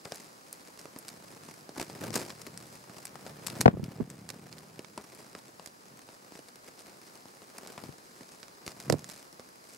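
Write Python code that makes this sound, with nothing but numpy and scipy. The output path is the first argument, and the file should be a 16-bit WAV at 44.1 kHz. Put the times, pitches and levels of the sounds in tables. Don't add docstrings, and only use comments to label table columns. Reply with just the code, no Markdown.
import sys
import numpy as np
from scipy import signal
from scipy.fft import rfft, irfft, next_fast_len
from scipy.io import wavfile
from scipy.ndimage import uniform_filter1d, map_coordinates

SR = 44100
rng = np.random.default_rng(int(sys.argv[2]) if len(sys.argv) > 2 else 0)


def wav_out(sig):
    wavfile.write(sys.argv[1], SR, np.round(np.clip(np.atleast_2d(sig).T, -1, 1) * 32767).astype(np.int16))


N = 430857
TIME_S = np.arange(N) / SR
EVENT_S = np.arange(-512, 1536) / SR


def amp(db):
    return 10 ** (np.asarray(db) / 20)


def unit(x):
    return x / np.sqrt(np.mean(x ** 2) + 1e-20)


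def along(points, hz):
    f, values = np.transpose(points)
    return np.interp(np.log(hz + 1), np.log(f), values)


def wobble(rate_hz):
    coarse = np.arange(0, N, 128)
    knots = rng.standard_normal(int(N * rate_hz / SR) + 4)
    return np.interp(np.arange(N), coarse, map_coordinates(knots, [coarse * rate_hz / SR]))


def filtered(x, response):
    n = x.shape[-1]
    padded = next_fast_len(n + n // 10)
    return irfft(rfft(x, padded) * response(np.fft.rfftfreq(padded, 1 / SR)), padded)[..., :n]


def noise(size, gain, correlation):
    def mid_and_side(f):
        common = (1 + np.clip(correlation(f), -1, 1)) / 2
        return gain(f) * np.sqrt(np.reshape([common, 1 - common], (2, -1)))
    mid, side = filtered(rng.standard_normal((2, size)), mid_and_side)
    return unit(np.array([mid + side, mid - side]))


def swell(t, rise, decay):
    return np.exp(-np.abs(t) / np.where(t < 0, rise, decay))


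def add(out, peak_s, sound, level_db, pan_db):
    ports = unit(amp([[pan_db / 2], [-pan_db / 2]]))
    sound = sound / np.linalg.norm(sound, axis=1, keepdims=True)
    sound = sound * ports * amp(level_db) * np.sqrt(.005 * SR)
    at = round(peak_s * SR) + np.round(EVENT_S * SR).astype(int)
    inside = (at >= 0) & (at < N)
    out[:, at[inside]] += sound[:, inside]


# frequency_hz, relative_db
HISS_SPECTRUM = [(40, -6), (80, -13), (190, -1), (340, -4.5), (700, -2.5), (1200, -2.5), (2200, -12),
                 (3300, -17.5), (4900, -12), (11000, -18), (14000, -23), (16000, -37)]
# frequency_hz, correlation
HISS_CORRELATION = [(130, 0.61), (290, 0.77), (640, -0.66), (1400, -0.88), (3100, -0.087), (7000, 0.42)]


def hiss():
    return amp(-55.5) * noise(N, lambda f: amp(along(HISS_SPECTRUM, f)),
                              lambda f: along(HISS_CORRELATION, f))


def chorus():
    spectrum = [(3600, -25), (4200, -7), (4550, -22), (4980, -3), (5400, -26), (6200, -52)]
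    bands = noise(N, lambda f: amp(along(spectrum, f)), lambda f: .3)
    return amp(-69.5 + wobble(11) + 1.2 * wobble(2.1)) * bands


def whine(pitch_hz=15625):
    return amp(-79 + 1.8 * wobble(6.5)) * np.sin(2 * np.pi * pitch_hz * TIME_S)


# closest_s, level_db, passing_time_s
FLYBYS = [(1.35, -57, 0.26), (2.09, -42, 0.1), (2.56, -52.5, 0.14), (3.28, -53.5, 0.094), (3.77, -30, 0.1),
          (4.01, -32, 0.031), (4.17, -45, .36), (5.93, -55.5, 0.028), (7.86, -50.5, 0.033),
          (8.918, -36.5, 0.038)]


def flyby_envelope(falloff=1.88):
    return np.sqrt(sum(amp(level_db) ** 2 / (1 + ((TIME_S - closest_s) / passing_s) ** 2) ** falloff
                       for closest_s, level_db, passing_s in FLYBYS))


def moth(beat_hz, body_hz, width_hz):
    def throb(f):
        return (1j * f * width_hz / (body_hz ** 2 - f ** 2 + 1j * f * width_hz)) ** 2
    cycles = np.cumsum(beat_hz * amp(1.3 * wobble(14))) / SR
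    beats = np.diff(np.floor(cycles), prepend=0)
    return unit(filtered(beats * amp(2.55 * wobble(25)), throb))


def whirr(nearness):
    fast = moth(beat_hz=42.08, body_hz=145.4, width_hz=132)
    slow = moth(beat_hz=33.32, body_hz=147, width_hz=154)
    return nearness * unit(fast + 0.89 * slow)


# peak_s, half_length_s, scratch_db, patter_db
WING_FLURRIES = [(0.188, .055, -54, -58.5), (0.6, 0.17, -61, -62), (0.819, 0.021, -54, -53.5),
                 (1.11, 0.071, -57.5, -57), (1.303, .07, -57, -56), (1.487, 0.045, -57, -72),
                 (1.808, 0.031, -46, -44), (2.038, .05, -50.5, -42.5), (2.166, 0.023, -36, -37),
                 (2.193, 0.075, -52, -47), (2.726, 0.092, -56, -63), (2.982, 0.035, -53, -51.5),
                 (3.286, 0.091, -61, -53), (3.556, 0.08, -54.5, -48), (3.901, 0.082, -54, -45),
                 (4.3, 0.35, -57, -54), (5.06, 0.021, -57.5, -55.5), (5.21, 0.068, -57.5, -55.5),
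                 (6.105, 0.058, -64, -64), (6.37, .03, -56, -71), (6.687, 0.013, -53, -54.5),
                 (6.799, 0.022, -53, -63), (6.898, 0.035, -63, -54), (7.06, 0.018, -54, -57),
                 (7.33, 0.36, -64, -61), (7.66, .08, -62, -52), (7.822, 0.049, -57, -53),
                 (8.277, 0.13, -58.5, -63), (8.697, 0.023, -52, -53), (8.82, 0.087, -59, -56.5),
                 (9.134, 0.056, -51.5, -62), (9.73, 0.061, -59.5, -75)]


def brushing_power(scrabble_db=-22.5, scrabble_s=0.093):
    t, power = TIME_S[::64], 0
    for peak_s, half_s, scratch_db, patter_db in WING_FLURRIES:
        power += amp([[scratch_db], [patter_db]]) ** 2 * np.exp(-((t - peak_s) / half_s) ** 2)
    for peak_s, level_db, _, _ in THUDS:
        fade = (t > peak_s) * np.exp(-np.abs(t - peak_s) / scrabble_s)
        power += amp(level_db + scrabble_db) ** 2 * fade
    return [np.interp(TIME_S, t, row) for row in power]


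def touches(rate_hz, life_s, spread_db=6):
    sizes = (rng.random(N) < rate_hz / SR) * amp(spread_db * np.clip(rng.standard_normal(N), -2, 2))
    poles = [np.exp(-1 / (stretch * life_s * SR)) for stretch in (1, 3)]
    return [unit(np.sqrt(signal.lfilter([1], [1, -pole], sizes ** 2))) for pole in poles]


# frequency_hz, relative_db
SCRATCH_SPECTRUM = [(500, -1.5), (1500, -2.5), (2400, 0), (3200, -7), (4200, 0), (5100, 3), (6000, -1),
                    (8000, -0.5), (12000, -7), (16000, -21)]
# frequency_hz, relative_db
PATTER_SPECTRUM = [(50, -39), (150, -5), (350, 0.5), (650, -3.5), (1100, -8.5), (2200, -14), (5000, -26.5)]


def crawl(nearness):
    step_scratch, step_pat = touches(rate_hz=60, life_s=0.00088)
    brush_scratch, brush_pat = touches(rate_hz=650, life_s=0.0009)
    scratch_power, patter_power = brushing_power()
    draught = amp(-56.5) * (nearness / amp(-50)) ** 0.3
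    scratching = (amp(-64) * step_scratch) ** 2 + scratch_power * brush_scratch ** 2
    pattering = (amp(-63.5) * unit(step_pat ** 0.38)) ** 2
    pattering += (patter_power + draught ** 2) * brush_pat ** 2
    scratch = np.sqrt(scratching) * noise(N, lambda f: amp(along(SCRATCH_SPECTRUM, f)), lambda f: .72)
    patter = np.sqrt(pattering) * noise(N, lambda f: amp(along(PATTER_SPECTRUM, f)), lambda f: .6)
    return scratch + patter


def tick(life_s, bright_db):
    def colour(f):
        return amp(along(SCRATCH_SPECTRUM, f) + bright_db * along([(3500, -1.4), (10000, 1.0)], f))
    snaps = amp(1.9 * unit(uniform_filter1d(rng.standard_normal(len(EVENT_S)), size=14)))
    tail = 0.13 * swell(EVENT_S, 0.0012, 0.0089)
    envelope = swell(EVENT_S, life_s / 2, life_s) * snaps + tail
    return envelope * noise(len(EVENT_S), colour, lambda f: .82)


# peak_s, level_db, life_s, brightness_db, pan_db
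CONTACTS = [(0.051, -47, 0.0022, 0, -3), (0.1217, -37.5, 0.00046, -3.5, 0), (0.146, -47, 0.00046, 3, -1),
            (0.1572, -44.5, 0.0011, 7, -1), (0.5287, -38, 0.00067, 7.5, -1), (0.7924, -43.5, 0.0042, 0, -3),
            (0.988, -42, 0.00044, 12, -5), (1.0828, -39.5, .0012, 1, -1), (1.0896, -41.5, 0.0012, 0.5, -1),
            (1.7981, -34.5, 0.00042, -2.5, 3), (1.8147, -38, 0.00056, -7, 1),
            (2.1417, -34.5, .0005, -0.5, 4), (2.1577, -28.5, 0.00026, 4, 2),
            (2.3041, -38.5, 0.0033, -5.5, 1), (2.4167, -41.5, 0.0035, 0, 4), (2.4671, -41, 0.00021, 0, 6),
            (2.5758, -39.5, 0.00031, 1.5, 3), (3.0541, -36, 0.0023, 3.5, 0), (3.07, -46, 0.00064, -1, 5),
            (3.4665, -35, 0.00048, 0.5, 9), (3.4703, -29.5, 0.00044, 1.5, 5),
            (3.4829, -37.5, 0.0007, -4, 5), (3.5012, -39, .0011, -1.5, 5), (3.6086, -28, 0.0013, 0.5, -1),
            (3.6129, -22, 0.0008, 0, -1.5), (3.8414, -34, 0.00026, -1, 0), (4.1018, -36, .0003, 0.5, 3),
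            (4.2909, -33, 0.00089, -1, -8), (4.3029, -31, 0.0018, -2, -6), (4.5277, -40, .0004, -3.5, -6),
            (4.5835, -43.5, .0004, -1.5, -10), (4.8469, -41.5, 0.0014, -4.5, -13),
            (5.1494, -49, 0.00044, 5, 6), (5.6608, -39.5, .0011, 1.5, -6), (5.6742, -43.5, 0.00066, -1, -4),
            (7.583, -41, 0.0016, 3, 0), (7.6737, -44, 0.00044, 3, -1), (8.4306, -42.5, 0.00028, -5, -6),
            (8.6651, -40, 0.0012, 0, -1), (8.6785, -34.5, 0.00076, -3, 2), (8.8017, -41.5, 0.00084, 0, -1),
            (8.8996, -25, 0.00086, -1.5, -2), (8.925, -27.5, 0.0011, -1, -11),
            (8.9931, -46, 0.0014, 0, 1.5), (9.0437, -41, 0.00066, 0.5, -5), (9.092, -46, .0005, 1, -10),
            (9.0995, -42, 0.00041, 0, -11)]


def ticks():
    out = np.zeros((2, N))
    for peak_s, level_db, life_s, bright_db, pan_db in CONTACTS:
        add(out, peak_s, tick(life_s, bright_db), level_db, pan_db)
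    return out


def push(hz, eddies, rise, decay, sag, dull, wake, correlation=1.0):
    cycles = EVENT_S * hz
    phase = 2 * np.pi * (cycles - sag * cycles * np.tanh(cycles / 2) / 2) + rng.uniform(0, 2 * np.pi)
    offset = np.arccos(np.clip(correlation, -1, 1)) / 2
    swing = np.sin(phase + np.array([[offset], [-offset]]))
    swirl = noise(len(cycles), lambda f: (f / hz) / (1 + (f / hz) ** 2) ** dull, lambda f: correlation)
    shove = swell(cycles, rise, decay) * (swing + eddies * swirl)
    return shove + wake * swell(cycles, 0.41, 19.0) * swirl


# peak_s, level_db, pitch_hz, pan_db
THUDS = [(0.0544, -36.5, 654, 3), (0.1213, -36, 754, 0), (0.856, -41.5, 537, -4), (0.9625, -42, 576, -2),
         (1.4876, -47, 563, 0), (1.6924, -41.5, 550, -2), (1.765, -42.5, 890, 0), (1.7809, -36, 342, 0),
         (1.7996, -34, 770, 1), (1.899, -40.5, 770, 1), (2.1054, -35, 348, 14), (2.1634, -27, 470, 0),
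         (2.2154, -36.5, 410, 0), (2.4714, -41.5, 454, 0), (2.8962, -43.5, 383, -1),
         (3.1563, -41.5, 1120, 7), (3.2653, -39.5, 610, 3), (4.7929, -34, 433, -2.5),
         (4.9775, -32.5, 600, 2.5), (5.351, -38, 720, -2), (5.597, -41.5, 860, 4), (6.0894, -47.5, 825, 1),
         (6.3216, -48, 650, 1), (6.354, -46.5, 790, 1), (6.3914, -44.5, 483, -1), (7.2564, -48, 510, 2),
         (7.4194, -48.5, 527, 2), (7.586, -45.5, 780, 3), (7.6627, -47.5, 930, 1), (7.7788, -39, 980, 4),
         (7.8384, -41, 784, 12), (8.209, -45.5, 390, 0), (8.666, -44, 450, -2), (9.092, -46.5, 350, -4),
         (9.3965, -42, 593, -3)]


def thuds():
    out = np.zeros((2, N))
    for peak_s, level_db, pitch_hz, pan_db in THUDS:
        thud = push(pitch_hz, eddies=0.59, rise=0.3, decay=1.0, sag=0.98, dull=1.6, wake=0.12)
        click = tick(life_s=0.00074, bright_db=-3)
        sway = push(hz=188, eddies=0.48, rise=0.24, decay=0.9, sag=.2, dull=2.0, wake=0.045)
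        add(out, peak_s, thud, level_db, pan_db)
        add(out, peak_s, click, level_db - 6.5, pan_db)
        add(out, peak_s, sway, -49 + 0.5 * (level_db + 40), pan_db)
    return out


# peak_s, level_db, pitch_hz, pan_db
WING_STROKES = [(3.6025, -27, 198, 0), (3.6582, -7, 515, 4.5), (3.661, -6, 470, 7.5), (3.663, -9, 170, 2),
                (3.68, -4.5, 555, 4.5), (3.6834, -4, 180, -0.5), (3.7394, -16.5, 160, -1),
                (3.7715, -23, 388, 3), (3.7968, -16.5, 179, -10), (3.8312, -17.5, 179, -1),
                (4.002, -17, 293, -28), (4.0085, -17.5, 249, -6), (4.0185, -19, 180, 16),
                (7.8915, -35.5, 262, 12), (8.9004, -16, 490, -6), (8.9088, -26, 280, 1),
                (8.9274, -19, 324, -6), (8.9409, -21.5, 306, -17)]
# pitch_hz, correlation
JET_CORRELATION = [(200, 0.74), (330, 0.85), (550, -0.7)]


def puffs(swing_hz=147):
    out = np.zeros((2, N))
    pressure = 0.21 * np.sin(2 * np.pi * swing_hz * EVENT_S) * swell(EVENT_S, 0.00078, 0.014)
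    for peak_s, level_db, pitch_hz, pan_db in WING_STROKES:
        dull = 1.54 - level_db / 30
        jet = push(pitch_hz, eddies=.85, rise=.2, decay=.6, sag=.35, dull=dull, wake=.04,
                   correlation=along(JET_CORRELATION, pitch_hz))
        add(out, peak_s, jet + pressure, level_db, pan_db)
    return out


def high_pass(x, cutoff_hz):
    return signal.sosfilt(signal.butter(2, cutoff_hz, "high", fs=SR, output="sos"), x)


def scene():
    nearness = flyby_envelope()
    snaps = ticks()
    air = high_pass(thuds() + puffs() + whirr(nearness), cutoff_hz=85)
    return snaps + air + crawl(nearness) + hiss() + chorus() + whine()


def gain_control(x, threshold_db, attack_s, release_s):
    over_db = np.maximum(20 * np.log10(np.abs(x).max(axis=0) + 1e-9) - threshold_db, 0)
    fade = np.exp(-TIME_S / release_s)
    held_db = np.maximum.accumulate(over_db / fade) * fade
    pole = np.exp(-1 / (attack_s * SR))
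    return x * amp(-signal.lfilter([1 - pole], [1, -pole], held_db))


def record(dry, top_hz=15800):
    ducked = gain_control(high_pass(dry, cutoff_hz=65), threshold_db=-6, attack_s=.022, release_s=.85)
    return filtered(np.clip(ducked, -1, 1), lambda f: 1 / np.sqrt(1 + (f / top_hz) ** 160))


dry = scene()
out = record(dry)
wav_out(out)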